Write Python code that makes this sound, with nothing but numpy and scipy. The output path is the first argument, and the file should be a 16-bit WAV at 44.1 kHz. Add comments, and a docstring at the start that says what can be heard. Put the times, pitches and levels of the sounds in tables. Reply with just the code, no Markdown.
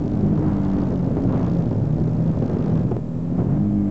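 """An engine drone eases off, then picks up over a crest: a side-by-side buggy on dirt, heard from the seat.
Engine orders are sines locked to one cycle count; rasp and clatter are noise paced by the same cycles.
Tyres rumble and thud, dirt patters, the driveline ticks: filtered noise and random impacts.
Wet dirt rushes up in swashes; bumps knock the frame and stones tap the underside.
Ground noise drops as the buggy goes light on the crest; a limiter holds the peaks."""
import sys
import numpy as np
from scipy import signal
from scipy.fft import rfft, irfft
from scipy.io import wavfile
from scipy.ndimage import uniform_filter1d, minimum_filter1d, map_coordinates

SR = 44100
rng = np.random.default_rng(int(sys.argv[2]) if len(sys.argv) > 2 else 0)


def master(y):
    """Save y as 16-bit WAV."""
    cut = np.clip(np.atleast_2d(y).T, -1, 1)
    pcm = np.round(cut * 32767)  # scale
    wavfile.write(sys.argv[1], SR, pcm.astype(np.int16))


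N = 171990


def undb(db):
    """Decibels to gain."""
    return 10 ** (np.asarray(db) / 20)


def curve(table, axis=1):
    """One column of a table, joined by straight lines in time."""
    rows = np.array(table)
    return np.interp(np.arange(N) / SR, rows[:, 0], rows[:, axis])


def unit(x):
    """Scale to rms 1."""
    return x / np.sqrt(np.mean(x ** 2))


def response(points, hz):
    """Gain of a (frequency, dB) shape at the given frequencies, interpolated over log frequency."""
    rows = np.array(points)
    return undb(np.interp(np.log(hz + 1), np.log(rows[:, 0]), rows[:, 1]))


def colour(x, points):
    """Minimum-phase filter of unit energy: the table sets its spectral shape, not its level."""
    size = 4096
    log_gain = np.log(response(points, np.arange(size // 2 + 1) * SR / size))
    cepstrum = irfft(log_gain)
    # fold onto positive time: causal ring
    cepstrum[1:size // 2] *= 2
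    cepstrum[size // 2 + 1:] = 0
    ring = irfft(np.exp(rfft(cepstrum)))
    return signal.fftconvolve(x, ring / np.linalg.norm(ring))[:N]


def walk(hz):
    """Smooth random wander with a spread near 1, hz random points per second."""
    points = rng.standard_normal(1024)
    return map_coordinates(points, [np.arange(N) / SR * hz], order=2, mode="mirror")


def impacts(per_s, scatter_db):
    """Randomly timed pushes of scattered size and random sign, rms 1."""
    size = undb(scatter_db * np.clip(rng.standard_normal(N), -2, 2))
    sign = np.sign(rng.standard_normal(N))
    return unit(size * sign * (rng.random(N) < per_s / SR))


def fade(age_s, decay_s):
    """Sudden start at age 0, then an exponential decay."""
    return (age_s >= 0) * np.exp(-np.abs(age_s) / decay_s)


def taps(table):
    """One single-sample push for each (time, dB) row."""
    force = np.zeros(N)
    for at_s, db in table:
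        force[int(at_s * SR)] = -undb(db)
    return force


WAVER_HZ = 15
# engine speed: (time [s], working cycles per second [Hz])
SPEED = [(0, 49.58), (.22, 50.9), (.46, 51.54), (.62, 48.61), (.85, 47.52), (1.02, 43.9), (1.25, 45.49),
         (1.62, 41.66), (1.72, 38.45), (1.85, 35.81), (1.97, 39.38), (2.22, 40.63), (2.56, 39.04),
         (2.8, 39.31), (3.12, 40.45), (3.3, 42.75), (3.47, 45.29), (3.58, 50.47), (3.66, 51.9), (3.9, 50)]
SPEED_JITTER = .003  # fraction of speed


def engine():
    """All engine parts share one jittered cycle count, so they glide together with speed."""
    hz = curve(SPEED) * (1 + SPEED_JITTER * walk(WAVER_HZ))
    cycles = np.cumsum(hz) / SR
    orders = booming_orders(cycles) + weak_orders(hz, cycles)
    return np.sqrt(2) * orders + rasp(cycles) + clatter(hz, cycles)


# booming orders, rms: (time [s], third order level [dB], fourth [dB], sixth [dB])
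DRONE = [(0, -46.5, -37, -31.5), (.24, -29, -18.5, -27), (.4, -26.5, -31.5, -26.5), (.55, -27, -25, -28),
         (.85, -30, -23, -27), (1.02, -28.5, -27.5, -32.5), (1.3, -28.5, -32, -26.5),
         (1.59, -38, -21, -31.5), (1.7, -26.5, -34, -34.5), (1.86, -25.5, -23.5, -38),
         (2.0, -28.5, -25.5, -30.5), (2.22, -30, -21, -31), (2.39, -25.5, -25.5, -33.5),
         (2.5, -36.5, -34.5, -34), (2.77, -31, -19.5, -33.5), (2.86, -24.5, -32, -39.5),
         (3.02, -32.5, -33.5, -35), (3.27, -41.5, -26.5, -33.5), (3.53, -22, -25, -32.5),
         (3.65, -29.5, -22.5, -27.5), (3.9, -51, -22.5, -28)]
WAVER_DB = 1
# rough ground shakes level and phase
SHAKE_DB, SHAKE_CYCLES, SHAKE_HZ = 1.2, .03, 28


def booming_orders(cycles):
    """Firings drone through the body at three multiples of the cycle rate, shaken by the ground."""
    drone, jolting = 0, contact()
    for axis, order in enumerate((3, 4, 6), start=1):
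        phase_shake = SHAKE_CYCLES * jolting * walk(SHAKE_HZ)
        tone = np.sin(2 * np.pi * (order * cycles + rng.random() + phase_shake))
        level_shake_db = WAVER_DB * walk(WAVER_HZ) + SHAKE_DB * jolting * walk(SHAKE_HZ)
        drone = drone + undb(curve(DRONE, axis) + level_shake_db) * tone
    return drone


LOAD_REF_DB, LOAD_FOLLOW = -23, 0.56  # fourth-order level at unity load gain; dB per dB


def load():
    """Engine load as a gain, following the fourth booming order."""
    return undb(LOAD_FOLLOW * (curve(DRONE, axis=2) - LOAD_REF_DB))


# weak orders, the highest a faint gear whine: (multiple of cycle rate, level before load and body [dB])
ORDERS = [(1, -36.5), (2, -30), (5, -36.5), (7, -45.5), (8, -46), (11, -52.5), (13, -48), (15, -51),
          (43, -72.5)]
# body transmission: (frequency [Hz], gain [dB])
BODY = [(40, -8.5), (49, 1), (78, -8.5), (100, -1.5), (500, 0), (590, 4.5), (680, -4), (780, -2)]
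WEAK_WAVER_DB, WEAK_PHASE_CYCLES = 2.5, 0.17


def weak_orders(hz, cycles):
    """Wavering tones follow the load; the body passes them best near 50 and 600 Hz."""
    drone, load_gain = 0, load()
    for order, db in ORDERS:
        wander_cycles = WEAK_PHASE_CYCLES * walk(WAVER_HZ)
        tone = np.sin(2 * np.pi * (order * cycles + rng.random() + wander_cycles))
        level = undb(db + WEAK_WAVER_DB * walk(WAVER_HZ)) * response(BODY, order * hz)
        drone = drone + load_gain * level * tone
    return drone


# combustion rasp shape: (frequency [Hz], relative level [dB])
RASP = [(60, -20.5), (130, 7), (280, 5.5), (420, -14.5), (650, -13), (1000, -24.5), (2000, -32),
        (4000, -55), (8000, -48.5)]
RASP_DB, RASP_DECAY_PUFFS = -34, 0.63  # level at unity load gain; decay in puff periods


def rasp(cycles):
    """Combustion noise puffs out twice a cycle, each puff decaying; level follows load."""
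    puffs = np.exp(-(2 * cycles % 1) / RASP_DECAY_PUFFS) * rng.standard_normal(N)
    return undb(RASP_DB) * load() * unit(colour(puffs, RASP))


# valve and gear clatter shape: (frequency [Hz], relative level [dB])
CLATTER = [(300, -6), (600, 2), (880, -2.5), (1050, -5.5), (1700, -17.5), (2500, -21.5), (8000, -51)]
CLATTER_DB, CLATTER_AT_HZ, CLATTER_DB_PER_HZ = -48.5, 51.2, 0.3  # level at that cycle rate; slope


def clatter(hz, cycles):
    """Valves and gears repeat one ragged pattern every cycle, louder as the engine speeds up."""
    size = 512
    ragged = rng.standard_normal(size)
    pattern = np.interp(cycles % 1, np.arange(size) / size, ragged, period=1)
    return unit(colour(pattern, CLATTER)) * undb(CLATTER_DB + CLATTER_DB_PER_HZ * (hz - CLATTER_AT_HZ))


# tyre rumble: (time [s], level [dB])
GROUND = [(0, -23), (.35, -21.5), (.65, -25), (.94, -22), (.985, -26), (1.06, -22), (1.3, -19), (1.42, -23),
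          (1.7, -22.5), (2.1, -24.5), (2.5, -21), (2.95, -22), (3.01, -32.5), (3.28, -29), (3.38, -21),
          (3.55, -24), (3.68, -28.5), (3.9, -33)]
# rumble shape: (frequency [Hz], relative level [dB])
RUMBLE = [(20, -18.5), (30, -23), (44, -9), (62, -7), (80, -6.5), (105, 2.5), (150, 0), (230, -2.5),
          (330, -7.5), (480, -13.5), (700, -21), (1100, -39.5), (2500, -55.5), (8000, -76)]
THUDS_PER_S, THUD_SCATTER_DB, THUD_SHARE = 110, 2.5, 0.56  # share of power at full contact


def tyres():
    """Clods thud through the tyres into the frame over a rolling rumble."""
    share = THUD_SHARE * contact()
    thuds = np.sqrt(share) * impacts(THUDS_PER_S, THUD_SCATTER_DB)
    rolling = np.sqrt(1 - share) * rng.standard_normal(N)
    return colour(thuds + rolling, RUMBLE) * undb(curve(GROUND))


FULL_CONTACT_DB = -24  # rumble level at which the tyres bear the whole weight


def contact():
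    """How firmly the tyres press on the track, 0-1, from the rumble level."""
    return np.minimum(1, undb(curve(GROUND) - FULL_CONTACT_DB))


# dirt spray: (time [s], level [dB])
SPRAY = [(0, -48.5), (.3, -45), (.55, -41.5), (.82, -41), (1, -45), (1.25, -45.5), (1.32, -44),
         (1.53, -44.5), (1.8, -48.5), (2.25, -48), (2.5, -43.5), (2.8, -42), (2.86, -49), (2.95, -51),
         (3.01, -62), (3.31, -55), (3.39, -48.5), (3.55, -44.5), (3.75, -58), (3.9, -49.5)]
# dirt shape: (frequency [Hz], relative level [dB])
DIRT = [(250, -23), (500, -1.5), (800, 4.5), (1100, -2), (1500, -7), (2200, -19), (3500, -28),
        (8000, -43.5)]
GRAINS_PER_S, GRAIN_SCATTER_DB = 1100, 0.5


def spray():
    """Loose dirt patters on the underside as dense random impacts."""
    return colour(impacts(GRAINS_PER_S, GRAIN_SCATTER_DB), DIRT) * undb(curve(SPRAY))


# driveline: (time [s], tick rate [Hz], level before TICK_TRIM_DB [dB])
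TICKS = [(0, 51.7, -57.5), (.4, 55.77, -62), (.62, 60.33, -56), (.9, 57.52, -58.5), (1.15, 56.58, -62),
         (1.35, 57.92, -55.5), (1.51, 57.3, -54), (1.78, 55.99, -61.5), (2.05, 53.04, -60),
         (2.45, 55.98, -57), (2.8, 51.8, -56), (2.98, 50.5, -73), (3.4, 48.4, -67), (3.9, 47.1, -76)]
# tick shape: (frequency [Hz], relative level [dB])
TICK_COLOUR = [(800, -18), (2000, 6.5), (3300, 6), (5300, 4.5), (6800, -1.5), (8000, -19.5)]
TICK_DECAY_S, BOUNCE_DELAY_S, BOUNCE_DB, TICK_TRIM_DB = .0011, .0028, 0.5, -3
TICK_SCATTER_DB, TICK_GRAINS_PER_S, TICK_JITTER_TURNS = 1.8, 7000, .012


def driveline():
    """A short, gritty scrape once per turn of the shaft, never quite on time, bouncing once."""
    hz = curve(TICKS)
    turns = np.cumsum(hz) / SR + TICK_JITTER_TURNS * walk(SHAKE_HZ)
    sizes = undb(TICK_SCATTER_DB * rng.standard_normal((512, 2)))
    scrape_size, bounce_size = sizes[turns.astype(int)].T
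    age_s = turns % 1 / hz
    scrape = scrape_size * fade(age_s, TICK_DECAY_S)
    bounce = bounce_size * undb(BOUNCE_DB) * fade(age_s - BOUNCE_DELAY_S, TICK_DECAY_S)
    grit = impacts(TICK_GRAINS_PER_S, TICK_SCATTER_DB)
    ticks = unit(colour((scrape + bounce) * grit, TICK_COLOUR))
    return ticks * undb(curve(TICKS, axis=2) + TICK_TRIM_DB)


# ploughing wet, soft dirt: (start [s], length [s], level [dB])
SWASHES = [(0.367, 0.234, -40), (1.26, .13, -33.5), (1.369, 0.13, -37), (3.344, 0.081, -40)]
# swash shape: (frequency [Hz], relative level [dB])
SWASH_COLOUR = [(200, -14.5), (450, 5.5), (850, 3), (1350, -5.5), (2000, -16.5), (8000, -56)]
SWASH_ATTACK_S, SWASH_RELEASE_S, SWASH_GRAINS_PER_S = 0.055, .04, 2100


def swashes():
    """Wet dirt swells against the wheel wells in a dense, gritty rush."""
    t = np.arange(N) / SR
    swell = np.zeros(N)
    for at_s, length_s, db in SWASHES:
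        rise = np.clip((t - at_s) / SWASH_ATTACK_S, 0, 1)
        fall = np.clip((at_s + length_s - t) / SWASH_RELEASE_S + .5, 0, 1)  # centred on the end
        swell += undb(db) * rise * fall
    return swell * colour(impacts(SWASH_GRAINS_PER_S, GRAIN_SCATTER_DB), SWASH_COLOUR)


# suspension knocks: (time [s], strength before push and rattle gains [dB])
KNOCKS = [(.377, -17.5), (.425, -19), (0.823, -17.5), (0.925, -19.5), (1.075, -20.5), (1.169, -12.5),
          (1.404, -16.5), (1.598, -21.5), (1.713, -17.5), (2.079, -24.5), (2.423, -17.5), (2.496, -18),
          (2.53, -20.5), (2.695, -19), (2.913, -16.5), (3.442, -25)]
# knock shape: (frequency [Hz], relative level [dB])
KNOCK_COLOUR = [(60, -9.5), (150, -1), (380, 10.5), (600, 1.5), (1000, -10), (1600, -22), (2500, -36),
                (8000, -57)]
RATTLE_DECAY_S, RATTLE_DB, KNOCK_PUSH_DB = 0.014, -6, 14.5


def suspension():
    """Each bump knocks the frame and sets off a dull, quickly dying rattle."""
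    t = np.arange(N) / SR
    envelope = sum(undb(db) * fade(t - at_s, RATTLE_DECAY_S) for at_s, db in KNOCKS)
    rattle = envelope * rng.standard_normal(N)
    return colour(undb(KNOCK_PUSH_DB) * taps(KNOCKS) + undb(RATTLE_DB) * rattle, KNOCK_COLOUR)


# stones against the chassis: (time [s], strength [dB])
STONES = [(.378, -2), (2.778, -6), (2.918, -0.5), (2.967, 3)]
# stone shape: (frequency [Hz], relative level [dB])
STONE_COLOUR = [(100, 5), (400, 18.5), (700, 4), (1500, -13), (4000, -31.5), (8000, -42.5)]


def stones():
    """Single hard taps on the underside, each ringing the filter once."""
    return colour(taps(STONES), STONE_COLOUR)


def scene():
    """Engine, running gear and blows, all close to the seat."""
    running_gear = tyres() + spray() + driveline()
    blows = swashes() + suspension() + stones()
    return (engine() + running_gear + blows)[None]


# microphone hiss shape: (frequency [Hz], relative level [dB])
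HISS = [(500, -1.5), (3000, 4.5), (6000, 2.5), (7500, 2), (8500, -14)]
HISS_DB, WHINE_DB, WHINE_HZ = -65.5, -84, 7530  # rms levels; whine is electrical
LIMIT_DB, LIMIT_HOLD_S, LIMIT_KNEE = -10, 0.013, 18  # knee: exponent, higher is harder
CONVERTER_OFFSET, FADE_S, TOP_HZ = .0147, .004, 8100  # offset re full scale; end fade; treble cutoff


def record(dry):
    """Limits the peaks, adds hiss, a thin whine and a small offset from zero, then cuts the treble."""
    t = np.arange(N) / SR
    hold = int(LIMIT_HOLD_S * SR)
    wanted = (1 + (np.abs(dry) / undb(LIMIT_DB)) ** LIMIT_KNEE) ** (-1 / LIMIT_KNEE)
    gain = uniform_filter1d(minimum_filter1d(wanted, hold), hold)
    hiss = undb(HISS_DB) * colour(rng.standard_normal(N), HISS)
    whine = undb(WHINE_DB) * unit(np.sin(2 * np.pi * WHINE_HZ * t))
    end_fade = np.minimum(1, (t[-1] - t) / FADE_S)
    sound = (gain * dry + hiss + whine + CONVERTER_OFFSET) * end_fade
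    lowpass = signal.cheby1(12, .1, TOP_HZ, fs=SR, output="sos")
    return signal.sosfilt(lowpass, sound)


dry = scene()
out = record(dry)
master(out)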